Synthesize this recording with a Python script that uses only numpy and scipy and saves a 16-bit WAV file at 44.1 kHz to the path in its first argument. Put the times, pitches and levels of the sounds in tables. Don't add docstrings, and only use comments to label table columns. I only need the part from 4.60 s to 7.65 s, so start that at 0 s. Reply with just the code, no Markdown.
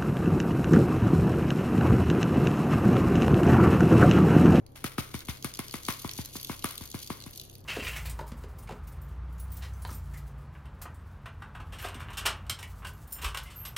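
import sys
import numpy as np
from scipy import signal
from scipy.fft import rfft, irfft, next_fast_len
from scipy.io import wavfile
from scipy.ndimage import map_coordinates

SR = 44100
rng = np.random.default_rng(int(sys.argv[2]) if len(sys.argv) > 2 else 0)


def file_out(sig):
    cols = np.atleast_2d(sig).T
    lim = np.clip(cols, -1, 1)
    pcm = np.round(lim * 32767).astype(np.int16)
    wavfile.write(sys.argv[1], SR, pcm)


def decibels_to_gain(level_db):
    exponent = np.asarray(level_db, float) / 20
    return 10 ** exponent


N = 134505

# start in seconds, knock in dB, thump in dB, crack in dB, thump depth in dB per octave.
TAPS = [(0.242, -23, -34, -28, -0.7), (0.382, -19.5, -33.5, -35, 0.4), (0.542, -29, -38.5, -39.5, 2),
        (0.685, -27.5, -38, -40.5, 3.5), (0.845, -25, -38, -28, -0.2), (0.991, -26.5, -36, -32.5, -0.7),
        (1.14, -25.5, -40, -37.5, -0.4), (1.285, -17, -36, -27, -0.1), (1.446, -27.5, -39, -64, 0.3),
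        (1.588, -32, -39, -46, 2.1), (1.754, -35.5, -42.5, -55, -0.6), (1.896, -27, -38, -54, -0.2),
        (2.043, -19.5, -29, -26, -1.2), (2.209, -38.5, -46.5, -51, 2.1), (2.343, -30, -39.5, -47, 0.6),
        (2.502, -26.5, -38, -51.5, 0), (2.663, -39.5, -46.5, -42, 2.6)]
HOLLOW_NOTES = [1330, 1260, 1050, 1080, 1180, 1080, 1150, 1120, 1050, 880, 1100, 1074, 1190, 1000, 1050,
                1100, 1030]
# frequency in Hz, level in dB.
THUMP = [(48, -38), (68, 0.5), (110, 0), (180, 0), (260, 2), (400, -5.5), (560, -10), (900, -22.5),
         (1300, -36)]
# lag at 300 Hz in seconds, offset in seconds,
# phase turn in rad, level in dB, tilt in dB per octave.
SWEEP = [(.0052, -.001, 3.85, 10.8, -0.78), (.0034, .0018, 6.15, 10.3, -0.63)]
# frequency in Hz, width in Hz, level in dB.
BAG = [(1155, 186, 6), (1234, 160, -0.5), (1420, 120, 4.5), (1933, 67, -2.5), (2144, 190, 1),
       (3580, 290, -6)]
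# frequency in Hz, level in dB.
CRACK = [(1500, -26), (3000, -10), (5000, -3), (7000, -4), (10500, 3), (13000, 1), (16000, -10)]
# frequency in Hz, level in dB per Hz.
SHAKE = [(300, -31), (550, -7), (1100, -8), (2260, -4.5), (4500, -8), (7500, -11), (11000, -6.5),
         (16000, -13.5)]
# start in seconds, level in dB against a mean shake.
SLIDE = [(0.154, -5.5)]
# frequency in Hz, share.
APART = [(400, 0.48), (1500, 0.46), (4000, 0.51), (8000, 0.57), (11500, 0.045), (15000, 0.54)]
# time in seconds, level in dB.
FLOW = [(0.0, -78.5), (0.179, -72.5), (0.31, -84), (0.39, -62.5), (0.7, -60.5), (0.93, -58), (1.15, -53),
        (1.41, -51.5), (1.62, -50.5), (1.73, -55), (1.78, -52.5), (1.84, -45.5), (1.97, -52.5),
        (2.07, -54.5), (2.4, -51.5), (2.73, -58.5), (2.92, -62), (3.05, -81)]
# start in seconds, shell click peak in dB, glass ring
# level in dB.
TICKS = [(0.064, -40.5, -61.5), (0.591, -28, -51.5), (0.6048, -35, -48), (0.825, -34, -46.5),
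         (0.938, -30.5, -46.5), (1.066, -35, -76), (1.2325, -34, -52), (1.4208, -28, -60),
         (1.512, -25, -45.5), (1.5347, -30, -45.5), (1.6483, -27, -48), (1.6574, -25, -45),
         (1.7415, -36, -70), (1.798, -33, -50), (1.8124, -25.5, -50), (1.8293, -25, -48.5),
         (1.8464, -23, -42.5), (2.1093, -22.5, -52), (2.1547, -28, -52.5), (2.178, -25, -43),
         (2.3003, -30, -61), (2.4294, -26, -53.5), (2.7087, -32, -64), (2.7585, -34, -63),
         (2.7749, -24.5, -49), (2.797, -32.5, -45.5), (2.8133, -31, -50.5), (2.8972, -39, -55.5),
         (2.9527, -34, -56), (2.9816, -39, -72),
         (0.65, -38, -57), (1.3237, -23, -45), (1.4757, -28, -51), (1.4918, -41, -40), (1.87, -31, -52),
          (2.2555, -26, -54.5), (2.4734, -33, -48.5), (2.837, -38, -64), (2.851, -39, -64),
          (2.913, -40, -73), (2.9352, -42, -81), (3.0051, -42, -71), (3.0404, -54, -67),
         (0.515, -44, -56), (0.551, -33, -50), (0.656, -40, -54), (0.670, -40, -56), (0.694, -31, -47),
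          (0.771, -40, -54), (0.9484, -35, -48), (0.955, -36, -48), (0.9714, -35, -50), (1.0435, -38, -60),
          (1.049, -36, -58), (1.0816, -33, -49), (1.095, -39, -54), (1.1097, -36, -47), (1.2505, -36, -41),
          (1.264, -35, -47), (1.3385, -30, -50), (1.5836, -32, -53), (1.9639, -34, -58), (1.992, -36, -50),
          (2.023, -37, -51), (2.0872, -28, -48), (2.1222, -33, -54), (2.2367, -31, -53), (2.2749, -37, -52),
          (2.3142, -35, -47), (2.3896, -34, -50), (2.4444, -36, -52), (2.5701, -38, -60), (2.602, -39, -52),
          (2.612, -40, -53), (2.622, -40, -51), (2.638, -43, -50), (2.7312, -39, -58)]
# frequency in Hz, width in Hz, level in dB.
GLASS = [(3020, 1100, -6), (3680, 320, -1), (4080, 260, -0.5), (4855, 420, -1), (5390, 820, -4),
         (6860, 2150, -3)]
# frequency in Hz, width in Hz, level in dB.
SHELL = [(9600, 1900, -7), (10580, 2100, 2), (12800, 2800, -0.5), (14740, 1400, -4.5)]
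# frequency in Hz, lead of the left in rad.
LEAD = [(300, 0.19), (600, 1.3), (1300, 0.4), (2500, 1.1), (6700, 1.3), (8400, 5.1), (10000, 5.6),
        (16000, 5.5)]
# frequency in Hz, share of a source's left lean.
LEFTWARD = [(300, 1.15), (1300, 0.2), (2400, 0.12), (4400, 1.4), (8000, 0.72), (12000, -0.25)]
# frequency in Hz, T60 in seconds.
ROOM = [(200, 0.093), (2000, 0.54), (10000, 0.02)]
# frequency in Hz, level in dB.
HUM = [(32.5, -60.5), (65, -61), (97, -57.5), (130, -56.5)]
# frequency in Hz, level in dB per Hz.
AIR = [(13, -11), (22, -11), (118, -13), (189, -13), (286, -13.5), (366, -14), (585, -19), (815, -23.5),
       (16000, -74.5)]
# frequency in Hz, correlation.
ALIKE = [(60, -0.1), (130, 0.58), (300, 0.67), (640, -0.38), (1400, -0.083), (7000, 0.86), (15000, 0.88)]
# frequency in Hz, gain in dB.
MIC = [(7000, 0), (7600, -5), (8300, 0), (15900, 0), (16000, -40), (17000, -46)]

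ASIDE_DB = -2.5


def unit(x):
    return x / np.sqrt(np.mean(x ** 2) + 1e-20)


def peak(x):
    return x / np.abs(x).max()


def along(points, hz):
    f, v = np.transpose(points)
    return np.interp(np.log(hz + 1), np.log(f + 1), v)


def wobble(rate):
    knots = rng.standard_normal(int(N * rate / SR) + 4)
    return map_coordinates(knots, [np.arange(N) * rate / SR])


def filtered(x, response):
    m = next_fast_len(x.shape[-1] + SR // 4)
    return irfft(rfft(x, m) * response(np.fft.rfftfreq(m, 1 / SR)), m)[..., :x.shape[-1]]


def rings(peaks, scatter_db=0):
    gains = decibels_to_gain(scatter_db * rng.standard_normal(len(peaks)))

    def response(f):
        total = 0
        for k, (hz, width, db) in enumerate(peaks):
            damping = 1j * f * width
            total = total + (-1) ** k * gains[k] * decibels_to_gain(db) * damping / (hz * hz - f * f + damping)
        return total
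    return response


def add(track, s, sound):
    part = track[..., round(s * SR):][..., :sound.shape[-1]]
    part += sound[..., :part.shape[-1]]


def ports(x, pan_db):
    def response(f):
        left = .5j * along(LEAD, f) + np.log(decibels_to_gain(pan_db * along(LEFTWARD, f)))
        return np.exp(np.outer([1, -1], left))
    return filtered(x, response)


def patter(rate, spread_db, t60, channels=1):
    chance, size = rng.random((2, N))
    hits = (chance < rate / SR) * decibels_to_gain(spread_db * np.minimum(-np.log(size + 1e-9), 3))
    t = np.arange(900) / SR
    swell = signal.fftconvolve(hits, decibels_to_gain(-60 * t / t60) * (1 - np.exp(-t / 0.00042)))[:N]
    return unit(swell * rng.standard_normal((channels, N)))


def tap_thumps():
    law, slowing = 1.15, -0.035
    out = np.zeros((2, N))
    blow = np.eye(1, 3000, 200)[0]
    lag, offset, turn, port_db, port_tilt = np.transpose(SWEEP)[:, :, None]

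    def bend(r):
        return 300 * r ** (1 - law) / (law - 1)

    for s, _, thump_db, _, depth in TAPS:
        def sweep(f):
            r = np.maximum(f, 20) / 300
            below = bend(r) - bend(4 / 3) + (f - 400) * (4 / 3) ** -law
            slow = slowing * depth * (r < 4 / 3) * below
            phase = 2 * np.pi * (lag * (bend(r) + slow) - f * offset) + turn
            level_db = along(THUMP, f) - (1.75 * depth - port_tilt) * np.log2(r * 1.5)
            return decibels_to_gain(level_db) * np.exp(1j * phase)
        wave = filtered(blow, sweep)
        wave = wave / np.abs(wave).max(1, keepdims=True)
        add(out, s - 200 / SR, wave * decibels_to_gain(thump_db + port_db))
    return out


def crack():
    t = np.arange(3000) / SR
    snap_hz, fuzz, t60 = 10800, .8, .0016
    snap = np.sin(2 * np.pi * snap_hz * t) + fuzz * rng.standard_normal(len(t))
    return peak(snap * decibels_to_gain(-60 * t / t60) * t)


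def knock(hollow_hz, missing_crack_db):
    blow = np.eye(1, 2805, 5)[0]
    bag = rings([(hollow_hz, 181, 7)] + BAG[3:], scatter_db=2.0)

    def struck(f):
        return bag(f) * decibels_to_gain(0.94 * missing_crack_db * np.log2(1 + f / 1500))
    return peak(filtered(blow, struck))


def tap_clicks():
    knocks, cracks = np.zeros((2, N))
    for (s, knock_db, _, crack_db, _), hz in zip(TAPS, HOLLOW_NOTES):
        add(cracks, s + 0.00043, decibels_to_gain(crack_db + 11) * crack())
        missing_db = min(crack_db - knock_db + 17.0, 0)
        add(knocks, s + .0009, decibels_to_gain(knock_db + 0.5) * knock(hz, missing_db))
    return knocks, filtered(cracks, lambda f: decibels_to_gain(along(CRACK, f)))


def shake():
    level, t = np.zeros(N), np.arange(SR // 2) / SR
    lead_in_s, rise_s, t60 = 0.0037, 0.0038, 0.33
    jolts = []
    for s, knock_db, thump_db, *_ in TAPS:
        jolts.append((s - lead_in_s, .55 * (knock_db + 28) + 0.41 * (thump_db + 37)))
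    for s, db in jolts + SLIDE:
        add(level, s, decibels_to_gain(-39.5 + db - 60 * t / t60) * (1 - np.exp(-t / rise_s)))
    near, apart = patter(2000, spread_db=2.6, t60=.022, channels=2)
    differing = filtered(apart, lambda f: 1.32 * along(APART, f))
    pair = ports(near, pan_db=5.0) + differing * [[1], [-1]]
    uneven = decibels_to_gain(1.6 * wobble(40.22))
    bag = rings(BAG)
    rattle = filtered(pair, lambda f: decibels_to_gain(along(SHAKE, f)) * (1 + 0.67 * np.abs(bag(f))))
    return level * uneven * unit(rattle)


def falling_stream():
    rate, fall_s = 510, 0.019
    t = np.arange(N) / SR
    s, db = np.transpose(FLOW)
    flow = decibels_to_gain(-3 + np.interp(t, s, db) + 3.4 * wobble(25.0))
    tap_count = np.interp(t - fall_s, [row[0] for row in TAPS], np.arange(len(TAPS)))
    flow *= decibels_to_gain(2.5 * np.cos(2 * np.pi * tap_count))
    dry, glass, apart = patter(rate, spread_db=3.5, t60=0.015, channels=3)
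    dry = dry + .6 * patter(rate * 1.5, spread_db=3, t60=.004)[0]
    heap = unit(filtered(dry, rings(SHELL)))
    bowl = decibels_to_gain(2) * unit(filtered(glass, rings(GLASS)))
    aside = flow * decibels_to_gain(ASIDE_DB) * unit(filtered(apart, rings(GLASS)))
    return flow * (heap + bowl), aside


def single_landings():
    out, aside = np.zeros((2, N))
    t = np.arange(1500) / SR
    contact = decibels_to_gain(-60 * t / 0.0089) * (1 - np.exp(-t / .0009))
    for s, shell_db, glass_db in TICKS:
        hit, other = rng.standard_normal((2, len(t))) * contact
        ring = decibels_to_gain(glass_db + 15.5)
        add(out, s, decibels_to_gain(shell_db - 5.5) * peak(filtered(hit, rings(SHELL, scatter_db=1.5))))
        add(out, s, ring * peak(filtered(hit, rings(GLASS, scatter_db=2.0))))
        add(aside, s, ring * decibels_to_gain(ASIDE_DB) * peak(filtered(other, rings(GLASS, scatter_db=13.0))))
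    return out, aside


def room(x):
    hz, t, z = signal.stft(rng.standard_normal((2, SR // 2)), SR, nperseg=256)
    fading = z * decibels_to_gain(-60 * t / along(ROOM, hz)[:, None])
    tail = signal.istft(fading, SR, nperseg=256)[1]
    late = np.pad(x, (100, 0))[None]
    return signal.fftconvolve(late, tail / np.linalg.norm(tail[0]), axes=1)[:, :N]


def appliance_hum():
    t = np.arange(N) / SR
    hum = np.zeros(N)
    for hz, db in HUM:
        sway = decibels_to_gain(db + 0.5 + 2.5 * wobble(9))
        hum += sway * np.sin(2 * np.pi * hz * t + wobble(8.7))
    return hum * decibels_to_gain([[1.2], [-1.2]])


def still_air():
    def spread(f):
        turn = np.arccos(np.clip(along(ALIKE, f), -1, 1)) / 2
        return decibels_to_gain(along(AIR, f)) * [np.cos(turn), np.sin(turn)]
    mid, side = filtered(rng.standard_normal((2, N)), spread)
    return decibels_to_gain(-55.5) * unit(np.array([mid + side, mid - side]))


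def scene():
    thumps = tap_thumps()
    knocks, cracks = tap_clicks()
    taps = thumps + ports(knocks, pan_db=4.5) + ports(cracks, pan_db=9.5)
    stream, stream_aside = falling_stream()
    ticks, ticks_aside = single_landings()
    fall = stream + ticks
    seeds = ports(fall, pan_db=1.24) + (stream_aside + ticks_aside) * [[1], [-1]]
    wet = decibels_to_gain(-12) * room(knocks + cracks) + decibels_to_gain(-11) * room(fall) + decibels_to_gain(-13.5) * room(thumps[0])
    return taps + seeds + wet + shake() + appliance_hum() + still_air()


def top_cut(x):
    return signal.sosfilt(signal.butter(12, 16970, fs=SR, output="sos"), x)


def record(dry):
    mix = filtered(dry, lambda f: decibels_to_gain(along(MIC, f)))
    return top_cut(mix)


dry = scene()
out = record(dry)
file_out(out)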